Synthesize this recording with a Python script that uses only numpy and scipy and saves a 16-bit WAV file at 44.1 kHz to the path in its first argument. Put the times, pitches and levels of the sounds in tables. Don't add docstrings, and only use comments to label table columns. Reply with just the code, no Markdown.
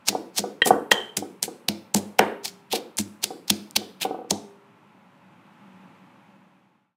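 import sys
import numpy as np
from scipy import signal
from scipy.fft import rfft, irfft, next_fast_len
from scipy.io import wavfile
from scipy.ndimage import uniform_filter1d

SR = 44100
rng = np.random.default_rng(int(sys.argv[2]) if len(sys.argv) > 2 else 0)


def wrap_up_sound(samples):
    columns = np.atleast_2d(samples).T
    tamed = np.clip(columns, -1, 1)
    steps = np.round(tamed * 32767).astype(np.int16)
    wavfile.write(sys.argv[1], SR, steps)


N = 307192


def amp(db):
    return 10 ** (np.asarray(db) / 20)


def unit(x):
    return x / np.sqrt(np.mean(x ** 2) + 1e-20)


def read(points, hz):
    table_hz, value = np.transpose(points)
    return np.interp(np.log(hz + 1), np.log(table_hz + 1), value)


def add(mix, at_s, sound):
    start = round(at_s * SR)
    part = mix[max(start, 0):][:len(sound) + min(start, 0)]
    part += sound[max(-start, 0):][:len(part)]


def colour(x, spectrum):
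    size = next_fast_len(len(x), True)
    gain = amp(read(spectrum, np.fft.rfftfreq(size, 1 / SR)))
    return irfft(rfft(x, size) * gain, size)[:len(x)]


# (frequency [Hz], gain [dB])
AIR_SPECTRUM = [(18, -82.5), (30, -56), (79, -34), (103, -9), (189, -1.5), (336, -8), (394, -17),
                (554, -14.5), (702, -14.5), (866, -8.5), (1720, -18.5), (2540, -20), (4780, -36),
                (14400, -46), (16000, -58.5)]
# (frequency [Hz], level re air [dB])
HUM_PARTIALS = [(187, -8.5), (559.9, -16.5), (850.6, -16.5), (1348, -19.5), (2580, -27)]

def air_and_hum(level_db=-55, waver=.5, swell_db=3.5, swell_at_s=5.79, half_width_s=0.38, fade_s=0.66):
    t = np.arange(N) / SR
    air = unit(colour(rng.standard_normal(N), AIR_SPECTRUM))
    for hz, db in HUM_PARTIALS:
        drift = unit(colour(rng.standard_normal(N), [(3, 0), (12, -20), (40, -100)]))
        air += amp(db) * np.sqrt(2) * np.sin(2 * np.pi * hz * t + 2 * drift) * (1 + waver * drift)
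    swell = np.exp(-((t - swell_at_s) / half_width_s) ** 2)
    fade = np.minimum((N / SR - t) / fade_s, 1)
    return unit(air) * amp(level_db + swell_db * swell) * fade


# (frequency [Hz], gain [dB])
FLESH_SPECTRUM = [(100, -7.5), (400, -15), (1300, -11.5), (2300, 2), (4000, 2), (7000, -1), (10000, -2.5),
                  (15000, -5.5)]
BOWL_SPECTRUM = [(60, -41.5), (150, -14), (350, -13), (550, -12), (780, 1.5), (1100, -13), (1600, -9.5),
                 (4000, -38)]

def crunch(rise_s, fall_s, bright_hz, bowl_db=-15, focus_db=8, focus_octaves=0.71):
    t = np.arange(-4096, 4096) / SR
    pressure = np.exp(np.minimum(t / rise_s, -t / fall_s)) * (t > -4.2 * rise_s)
    grains_db = 4 * np.minimum(rng.exponential(1, len(t) // 8), 4).repeat(8)
    clumps_db = rng.uniform(-3.4, 3.4, len(t) // 64).repeat(64)
    bursts = rng.standard_normal(len(t)) * amp(grains_db + clumps_db) * pressure
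    octaves = np.log2((np.fft.rfftfreq(len(t), 1 / SR) + 1) / bright_hz)
    focus = amp(focus_db * np.exp(-(octaves / focus_octaves) ** 2))
    wet = unit(colour(irfft(rfft(bursts) * focus), FLESH_SPECTRUM))
    hollow = unit(colour(rng.standard_normal(len(t)) * pressure, BOWL_SPECTRUM))
    return (wet + amp(bowl_db) * hollow) * np.sqrt(np.mean(pressure ** 2))


def snap(hz, band_ratio=1.5, fall_s=0.00033):
    t = np.arange(512) / SR
    band = signal.butter(2, [hz / band_ratio, min(hz * band_ratio, SR / 2 - 1)], "band", fs=SR)
    click = signal.lfilter(*band, rng.standard_normal(len(t)) * np.exp(-t / fall_s))
    return click / abs(click).max()


# (time [s], main crunch [dB], give time [s], brightness [Hz], soft crunch offset [s], soft crunch [dB],
# thud [dB], smack [dB])
PESTLE_STROKES = [(0.0869, -11, 0.0043, 5280, -0.011, -29, -28, -20.5),
                  (0.385, -16, 0.0068, 5400, -0.013, -33, -27.5, -22),
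                  (0.6593, -20.5, 0.0039, 9500, 0.015, -18.5, -44, -13),
                  (0.916, -14.5, 0.00097, 3300, -0.0032, -19.5, -32, -7),
                  (1.1713, -13.5, 0.0014, 7400, 0.00061, -24.5, -26, -24),
                  (1.4288, -17, 0.0017, 8500, 0.0056, -24, -36, -33),
                  (1.6865, -9, 0.0012, 4320, 0.0012, -30.5, -21, -22.5),
                  (1.9471, -9, .0017, 7415, .016, -24, -16, -15),
                  (2.1924, -7.5, 0.00089, 2600, -0.0053, -26.5, -20, 0),
                  (2.456, -23, 0.0065, 5530, 0.025, -33.5, -46.5, -54),
                  (2.728, -20, 0.0064, 3650, 0.03, -23.5, -51.5, -16.5),
                  (2.9869, -16.5, .0036, 7500, .009, -26, -18.5, -29),
                  (3.24, -17, .0035, 4430, -0.0061, -28.5, -36.5, -29),
                  (3.503, -6, 0.0018, 4540, -.022, -32.5, -16.5, -24),
                  (3.7649, -9, 0.0027, 4170, 0.0034, -35, -27.5, -24),
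                  (4.020, -21, 0.0047, 2950, 0.011, -24.5, -42, -28),
                  (4.309, -18, 0.0031, 5700, -0.0015, -32, -20.5, -15.5)]
# (time [s], peak [dB], pitch [Hz])
SKIN_SNAPS = [(0.393, -9.5, 7000), (0.9217, -1.5, 6000), (1.429, -2.5, 5500), (2.4435, -22, 5000),
              (2.9707, -16, 8000), (3.2411, -0.5, 6300), (3.710, -25, 7500), (4.3098, 1, 5750)]

def chillies(crackles=4, crackle_db=-37, scatter_db=3, crackle_span_s=.11, crackle_hz=6500):
    out = np.zeros(N)
    for at_s, db, give_s, bright_hz, soft_offset_s, soft_db, _, _ in PESTLE_STROKES:
        main = amp(db) * crunch(give_s, 1.05 * give_s, bright_hz)
        soft = amp(soft_db) * crunch(1.4 * give_s, 0.012, bright_hz)
        start_s = at_s - len(main) / 2 / SR
        add(out, start_s, main)
        add(out, start_s + soft_offset_s, soft)
        for lateness, size in zip(rng.random(crackles), rng.standard_normal(crackles)):
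            gain = amp(crackle_db + scatter_db * size) * (1 - lateness)
            add(out, at_s + crackle_span_s * lateness, gain * snap(crackle_hz))
    for at_s, db, hz in SKIN_SNAPS:
        add(out, at_s, amp(db) * snap(hz))
    return out


def landings(sink=.9, weight_lag_s=.003, drop_thud_db=-23.5, drop_smack_db=-9.5):
    pestle = [(at_s + sink * give_s, thud_db, smack_db)
              for at_s, _, give_s, *_, thud_db, smack_db in PESTLE_STROKES]
    mortar = [(at_s + weight_lag_s, db + drop_thud_db, db + drop_smack_db) for at_s, db in MORTAR_DROPS]
    return pestle + mortar


def rough_push(cutoff_hz, fall_s):
    t = np.arange(4096) / SR
    pressure = np.exp(-t / fall_s)
    lowpass = signal.butter(4, min(cutoff_hz, SR / 2 - 1), fs=SR)
    push = signal.lfilter(*lowpass, rng.standard_normal(len(t)) * pressure)
    return unit(push) * np.sqrt(np.mean(pressure ** 2))


# (frequency [Hz], gain [dB])
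BODY_RESPONSE = [(50, -31.5), (140, -17), (280, -4), (900, 3.5), (1300, -5.5), (2000, -4.5), (2700, -3.5),
                 (5000, -13)]

def smacks(cushioned_hz=467, hard_extra_hz=2350):
    out = np.zeros(N)
    for at_s, _, db in landings():
        add(out, at_s, amp(db) * rough_push(cushioned_hz + hard_extra_hz * amp(db), fall_s=0.0028))
    return colour(out, BODY_RESPONSE)


def ring(modes, contact_s, vary_db, detune):
    t = np.arange(0, max(t60_s for _, _, t60_s in modes), 1 / SR)
    draws = rng.uniform(-1, 1, (len(modes), 3))
    tones = np.zeros(len(t))
    for (hz, db, t60_s), (strength, shift, polarity) in zip(modes, draws):
        envelope = amp(db + vary_db * strength - 60 * t / t60_s)
        tones += np.sign(polarity) * envelope * np.sin(2 * np.pi * hz * (1 + detune * shift) * t)
    return tones * (1 - np.exp(-(t / contact_s) ** 2))


# (frequency [Hz], level [dB], T60 [s])
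BOOM_MODES = [(99.5, -17.5, .3), (150, -3, 0.049), (205.1, 2, 0.15), (207, -5, 0.038), (289.5, -12, .2),
              (328.3, -12.5, 0.2)]
NEARBY_MODES = [(400.3, -1.5, 1.5)]
# (time [s], level [dB])
NEARBY_RINGS = [(2.193, -40.5), (4.311, -43.5)]

def thuds(contact_s=0.0059):
    out = np.zeros(N)
    for at_s, db, _ in landings():
        add(out, at_s, amp(db) * ring(BOOM_MODES, contact_s, vary_db=3, detune=0.0074))
    for at_s, db in NEARBY_RINGS:
        add(out, at_s, amp(db) * ring(NEARBY_MODES, contact_s, vary_db=0, detune=0))
    return out


# (time [s], level [dB])
MORTAR_DROPS = [(0.127, -20), (0.150, -12.5), (0.438, -13.5), (0.659, -10), (0.673, -11.5), (0.7064, 0.5),
                (1.223, -21), (1.479, -21), (2.194, -6.5), (2.7351, -14), (3.304, -20.5), (3.815, -27),
                (4.0494, -11)]

def rocking(count=6, gap_s=.05, shrink=.86, limp=.18, let_go_s=3.9, held_loss_db=18, free_loss_db=4):
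    for at_s, db in MORTAR_DROPS:
        loss_db = held_loss_db if at_s < let_go_s else free_loss_db
        for k in range(count):
            yield at_s, db - k * loss_db
            at_s += gap_s * shrink ** k * (1 + limp * (-1) ** k)


# (frequency [Hz], level [dB], T60 [s])
KNOCK_MODES = [(296, -28.5, 0.067), (470, -11, 0.062), (523, -8, 0.024), (743, -7.5, 0.065),
               (817, -6.5, 0.02), (970, -20.5, .06), (1155, -23, 0.11), (1260, -26, 0.15),
               (1490, -20.5, 0.07)]
# (frequency [Hz], gain [dB])
FOOT_RESPONSE = [(40, -29), (130, -10.5), (260, 3), (900, 1.5), (1400, -8.5), (2200, -24), (4000, -52)]

def knocks(rattle_db=-10, hardening=0.39):
    out = np.zeros(N)
    for at_s, db in rocking():
        hardness = amp(hardening * db)
        add(out, at_s, amp(db) * ring(KNOCK_MODES, contact_s=0.00058 / hardness, vary_db=2, detune=0.023))
        add(out, at_s, amp(db + rattle_db) * rough_push(1400 * hardness, fall_s=0.0019))
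    return colour(out, FOOT_RESPONSE)


# (time [s], clink [dB], pestle ring [dB])
BARE_HITS = [(0.6185, -2.5, -50.5), (0.9155, -3, -29), (2.1925, -24, -66.5)]
# (frequency [Hz], level [dB], T60 [s])
CLINK_MODES = [(470, -10.5, 0.027), (1550, -17.5, 0.045), (1777, -14.5, 0.039), (1886, 0, 0.029),
               (2803, -8.5, 0.023), (3047, -17, 0.084), (3196, -9, 0.077), (3900, -15, 0.029),
               (7900, -29.5, .025)]
LINGER_MODES = [(2936, -16, 0.36), (3360, -8, .3), (3110, 0, 0.47), (3227, -14.5, 0.43), (1925, -12.5, .3),
                (7000, -23.5, .2)]

def clinks(grit_db=-19, flutter_depth=1.3):
    out = np.zeros(N)
    for at_s, db, linger_db in BARE_HITS:
        add(out, at_s, amp(db) * ring(CLINK_MODES, contact_s=0.00081, vary_db=1, detune=.003))
        add(out, at_s, amp(db + grit_db) * rough_push(3200, fall_s=0.0072))
        linger = ring(LINGER_MODES, contact_s=.003, vary_db=3.5, detune=0.0037)
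        grip = unit(uniform_filter1d(rng.standard_normal(len(linger)), size=300))
        add(out, at_s, amp(linger_db) * linger * (1 + flutter_depth * grip))
    return out


# (frequency [Hz], T60 [s])
ROOM_DECAY = [(150, 0.38), (400, 0.43), (1000, 0.44), (3000, 0.45), (7000, 0.36), (15000, 0.65)]
# (frequency [Hz], gain [dB])
ROOM_RESPONSE = [(100, -16), (220, 2), (400, 2), (800, -11.5), (1500, -7.5), (3000, -13), (7000, -14),
                 (15000, -20.5)]

def room(x, build_s=0.006, density=.15):
    taps = rng.choice([-1., 1.], SR) * (rng.random(SR) < density)
    hz, t, bands = signal.stft(taps, SR, nperseg=256)
    t60_s = read(ROOM_DECAY, hz)[:, None]
    tail = signal.istft(bands * amp(-60 * t / t60_s) / np.sqrt(t60_s), SR, nperseg=256)[1]
    tail *= 1 - np.exp(-(np.arange(len(tail)) / SR / build_s) ** 2)
    return signal.fftconvolve(x, colour(tail / np.linalg.norm(tail), ROOM_RESPONSE))[:N]


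def shifting_reflections(x):
    phase = np.arange(N) / SR * 2 * np.pi
    return sum(room(x * np.sqrt(2 / 3) * np.cos(phase + k * np.pi / 3)) for k in range(3))


# (frequency [Hz], gain [dB])
FLOOR_PATH = [(100, -2), (200, -1), (320, 4), (450, -4.5), (800, -1.5), (1500, 6.5)]

def scene(walls=3):
    clink, knock, boom = clinks(), knocks(), thuds()
    ring_echo = shifting_reflections(amp(-6.5) * clink + colour(knock, FLOOR_PATH) + amp(-6) * boom)
    hiss = sum(room(amp(-4) * chillies() + amp(3.5) * smacks()) for _ in range(walls)) / np.sqrt(walls)
    close = chillies() + smacks() + clink + knock + boom
    return (close + ring_echo + hiss + air_and_hum())[None]


def record(dry, bass_hz=75, edge_hz=15700):
    clipped = np.clip(dry, -1, 1)
    thinned = signal.lfilter(*signal.butter(2, bass_hz, "high", fs=SR), clipped)
    band_limit = signal.firwin(255, edge_hz, window=("kaiser", 8), fs=SR)
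    return signal.oaconvolve(thinned, band_limit[None], "same")


dry = scene()
out = record(dry)
wrap_up_sound(out)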